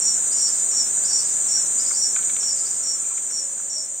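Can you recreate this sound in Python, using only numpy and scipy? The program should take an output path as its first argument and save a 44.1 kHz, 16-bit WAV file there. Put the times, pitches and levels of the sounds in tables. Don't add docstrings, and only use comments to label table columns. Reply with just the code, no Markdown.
import sys
import numpy as np
from scipy import signal
from scipy.fft import rfft, irfft
from scipy.io import wavfile

SR = 44100
rng = np.random.default_rng(int(sys.argv[2]) if len(sys.argv) > 2 else 0)


def wrap_up_sound(samples):
    columns = np.atleast_2d(samples).T
    tamed = np.clip(columns, -1, 1)
    steps = np.round(tamed * 32767).astype(np.int16)
    wavfile.write(sys.argv[1], SR, steps)


N = 176400

# f/Hz, bandwidth/Hz, level/dB, pulse rate/Hz
CRICKET_GROUPS = [(6000, 110, -42, 8.7), (6560, 41, -38.5, 12), (7040, 35, -30, 10.9), (7078, 79, -31, 48),
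                  (7190, 56, -33.5, 29), (7330, 61, -32.5, 30), (7336, 50, -32.5, 18), (7465, 150, -34, 70)]
# f/Hz, relative level/dB
CHORUS_SPECTRUM = [(4200, -35), (5300, -19), (5750, -8.5), (6000, -3), (6400, 2), (6800, 3), (6960, 13.5),
                   (7400, 1.5), (7600, -18), (8000, 4), (9000, -20), (10000, -70)]


def crickets(depth=0.74, steadiness=0.55):
    out = amp(-28.5) * noise(amp(read(CHORUS_SPECTRUM)))
    for hz, width, db, rate in CRICKET_GROUPS:
        cycles = np.cumsum(rate * (1 + 0.0472 * drift(3.73))) / SR + rng.random()
        pulses = np.exp(depth * np.cos(2 * np.pi * cycles))
        analytic = signal.hilbert(noise(band(hz, width)))
        tone = analytic.real / (abs(analytic) + 0.11) ** steadiness
        out += amp(db) * unit(tone * pulses)
    return widen(out, 0.34)


# f/Hz, relative level/dB
BUZZ_SPECTRUM = [(6800, -71), (7550, -30.5), (7780, -7.5), (7960, -2.5), (8280, -0.5), (8500, -3.5),
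                 (8760, -10.5), (9050, -21.5), (9400, -36), (10200, -95)]


def buzz(rasp_hz=93.4, depth=0.33):
    phase = 2 * np.pi * np.cumsum(rasp_hz * (1 + 0.006 * drift(3))) / SR
    rasps = 1 + depth * np.cos(phase) - .12 * np.cos(2 * phase)
    resonance = noise(amp(read(BUZZ_SPECTRUM)))
    return amp(-25.6) * widen(unit(resonance * rasps), 0.25)


# t/s, duration/s, level/dB, stroke rate/Hz, opening strength (0-1)
INSECT_CHIRPS = [(.009, 0.13, -17.5, 144, 0.54), (0.362, .145, -16.5, 153, 0.31),
                 (0.713, 0.14, -16, 153, 0.34), (1.075, 0.15, -18, 182, 0.47),
                 (1.482, 0.13, -16, 150, 0.36), (1.962, .140, -16.5, 150, 0.33),
                 (2.401, 0.13, -17.5, 170, 0.45), (2.832, 0.12, -17, 156, 0.48),
                 (3.301, 0.13, -17, 157, 0.29), (3.695, .140, -16, 143, 0.5)]


def near_insect(pitch_hz=5604, fall_hz=260, stroke_s=0.0058):
    out, u = np.zeros(N), np.arange(0, 1, 1 / (stroke_s * SR))
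    for start, length, db, rate, opening in INSECT_CHIRPS:
        jitter = rng.standard_normal((30, 3))[:int(length * rate) + 1]
        for k, (late, loud, sharp) in enumerate(jitter):
            progress = k / rate / length
            swell = opening + (1 - opening) * np.exp(-((progress - .56) / .21) ** 2)
            release = np.clip((1 - progress) / 0.28, 0, 1)
            stroke = np.sin(np.pi * u) ** 0.9 * sine(pitch_hz + 35 * sharp - fall_hz * (u - .5))
            add(out, start + k / rate + 3e-5 * late, amp(db + 2 * loud) * swell * release * stroke)
    return forest(out, wet_db=-3.5, t60=0.3, spread=0.57)


# t/s, starting f/Hz, level/dB
BIRD_NOTES = [(0.307, 4700, -32), (.378, 4510, -39), (.456, 4510, -32.5), (1.035, 4710, -31),
              (1.101, 4600, -32), (1.18, 4520, -33.5), (1.783, 4740, -30.5), (1.851, 4700, -32.5),
              (1.926, 4520, -33.5), (2.499, 4760, -32), (2.569, 4600, -35), (2.647, 4580, -33)]


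def small_bird(note_s=0.032, rise_hz=1200):
    out, u = np.zeros(N), np.arange(0, 1, 1 / (note_s * SR))
    leap = 1 / (1 + np.exp((0.61 - u) / 0.097))
    swell = np.sin(np.pi * u) ** .8 * (0.65 + leap)
    for start, hz, db in BIRD_NOTES:
        add(out, start, amp(db) * swell * sine(hz + rise_hz * leap))
    return forest(out, wet_db=3, t60=0.69, spread=0.65)


# f/Hz, bandwidth/Hz, T60/s
TWIG_MODES = [(1424, 300, 0.032), (2250, 240, 0.036), (3560, 1360, 0.025)]
# t/s, level/dB of the low, middle and high resonance
TWIG_SNAPS = [(1.91, -30, -35, -44), (2.161, -25.5, -29.5, -30.5), (2.191, -31, -39, -52),
              (2.227, -51, -44, -34), (2.296, -33, -35, -31), (2.364, -36.5, -33.5, -30),
              (2.430, -35, -46, -33), (3.178, -34.5, -32.5, -36), (3.308, -37, -41, -55),
              (3.599, -32, -53, -55)]


def twigs():
    out, t = np.zeros(N), np.arange(SR // 10) / SR
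    for k, (hz, width, t60) in enumerate(TWIG_MODES):
        ring = noise(band(hz, width))[0]
        envelope = np.minimum(t / .002, 1) * amp(-60 * t / t60)
        for start, *levels in TWIG_SNAPS:
            snap = ring[round(start * SR):][:len(t)] * envelope
            add(out, start, amp(levels[k]) * snap * np.linalg.norm(envelope) / np.linalg.norm(snap))
    return forest(out, wet_db=-6, t60=.55, spread=1.0)


# t/s, duration/s, f/Hz, level/dB
BIRD_HOOTS = [(1.83, 0.087, 546.5, -48), (2.27, 0.058, 545, -46), (2.41, 0.1, 542, -50),
              (2.68, 0.2, 550, -55), (2.81, 0.13, 542, -54), (3.39, .10, 552, -40),
              (3.60, .13, 555.6, -42.5), (3.74, 0.091, 634, -45), (3.82, 0.053, 541, -42.5),
              (3.89, 0.076, 605, -48)]


def far_bird():
    out = np.zeros(N)
    for start, length, hz, db in BIRD_HOOTS:
        arch = np.sin(np.pi * np.arange(0, length, 1 / SR) / length)
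        add(out, start, amp(db) * arch * sine(hz * (1 + 0.059 * (arch - .8))))
    return forest(out, wet_db=-0.5, t60=1.0, spread=0.56)


# t/s, duration/s, f/Hz, bandwidth/Hz, level/dB, pulse rate/Hz
FAR_TRILLS = [(-0.5, 4, 1680, 56, -59, 15), (0, 2, 1385, 150, -61.5, 10), (2.5, .7, 1320, 70, -57, 13),
              (3.0, 0.13, 2390, 110, -57, 20), (0, 2, 3900, 260, -59.5, 15)]
# t/s, f/Hz, level/dB
FAR_CLUCKS = [(.175, 1495, -42.5), (.24, 1490, -44), (0.729, 1255, -46), (.97, 1524, -41.5),
              (1.035, 1560, -45), (1.105, 1540, -48), (1.569, 1526, -40.5), (1.85, 1310, -51),
              (3.095, 1330, -44), (3.11, 1110, -38.5), (3.57, 1550, -44)]


def far_animals(trill_depth=0.63, cluck_s=0.017, fall_hz=160):
    out = np.zeros(N)
    for start, length, hz, width, db, rate in FAR_TRILLS:
        cycles = np.cumsum(rate * (1 + 0.16 * drift(3.6))) / SR
        pulses = np.exp(trill_depth * np.cos(2 * np.pi * cycles))
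        trill = unit(noise(band(hz, width))[0] * pulses)[:round(length * SR)]
        add(out, start, amp(db) * trill * signal.windows.tukey(len(trill), .1))
    u = np.arange(0, 1, 1 / (cluck_s * SR))
    for start, hz, db in FAR_CLUCKS:
        add(out, start, amp(db) * np.sin(np.pi * u) * sine(hz - fall_hz * (u - .5)))
    return forest(out, wet_db=1, t60=0.65, spread=2.4)


# f/Hz, relative level/dB
BACKGROUND_SPECTRUM = [(20, -22), (50, -9), (110, -4), (220, 0.5), (600, 1), (1100, -0.5), (1500, -1),
                       (1900, -2.5), (3000, -7), (4500, -8.5), (9000, -26.5), (10000, -25), (12000, -12),
                       (15500, -13.5)]
# f/Hz, correlation coefficient
BACKGROUND_CORRELATION = [(50, 0.98), (160, 0.75), (270, 0.53), (450, 0.35), (740, 0.15), (1220, -0.31),
                          (2000, -0.17), (3300, .3), (6000, 0.8), (11000, 1)]
# f/Hz, left minus right level/dB
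BACKGROUND_BALANCE = [(60, 0), (200, -0.5), (400, -1), (700, -3), (1300, -2.1), (4400, 0)]


def background(crossfade_at_s=2.02, crossfade_s=.11, crossfade_db=-3):
    left, independent = rfft(noise(amp(read(BACKGROUND_SPECTRUM))))
    correlation = np.clip(read(BACKGROUND_CORRELATION), -1, 1)
    right = correlation * left + np.sqrt(1 - correlation ** 2) * independent
    lean = amp(read(BACKGROUND_BALANCE) / 2)
    spectrum = np.array([left * lean, right / lean])
    midrange = irfft(spectrum * band(2500, 2500), N)
    dip = amp(crossfade_db * np.exp(-((np.arange(N) / SR - crossfade_at_s) / crossfade_s) ** 4))
    return amp(-41.5) * (irfft(spectrum, N) + (dip - 1) * midrange)


def forest(x, wet_db, t60, spread):
    t = np.arange(SR) / SR
    echoes = rng.standard_normal((2, SR)) * (rng.random((2, SR)) < 1 / 20)
    echoes *= amp(-60 * t / t60) * (t > .002)
    tail = widen(echoes / np.linalg.norm(echoes[0]), spread)
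    return x + amp(wet_db) * signal.fftconvolve(x[None], tail, axes=1)[:, :N]


def amp(db):
    return 10 ** (np.asarray(db) / 20)


def unit(x):
    return x / np.sqrt(np.mean(abs(x) ** 2) + 1e-20)


def read(points):
    f, value = np.transpose(points)
    return np.interp(np.log(np.fft.rfftfreq(N, 1 / SR) + 1), np.log(f), value)


def add(mix, start, sound):
    part = mix[max(round(start * SR), 0):][:len(sound)]
    part += sound[:len(part)]


def sine(hz):
    return np.sin(2 * np.pi * np.cumsum(hz) / SR)


def noise(gain):
    return unit(irfft(rfft(rng.standard_normal((2, N))) * gain, N))


def band(hz, width):
    return 1 / (1 + ((np.fft.rfftfreq(N, 1 / SR) - hz) / (width / 2)) ** 4) ** .5


def drift(cutoff_hz):
    return noise(band(0, 2 * cutoff_hz))[0]


def widen(pair, spread):
    middle, side = pair
    return np.array([middle + spread * side, middle - spread * side]) / np.sqrt(1 + spread ** 2)


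def scene():
    return (background() + crickets() + buzz() + near_insect()
            + small_bird() + twigs() + far_bird() + far_animals())


def record(dry, fade_from_s=1.9, fade_per_s=0.3, cutoff_hz=15850):
    fade = np.clip(1 - fade_per_s * (np.arange(N) / SR - fade_from_s), 0, 1)
    lowpass = signal.firwin(511, cutoff_hz, window=("kaiser", 9), fs=SR)
    return signal.oaconvolve(dry * fade, lowpass[None], "same")


dry = scene()
out = record(dry)
wrap_up_sound(out)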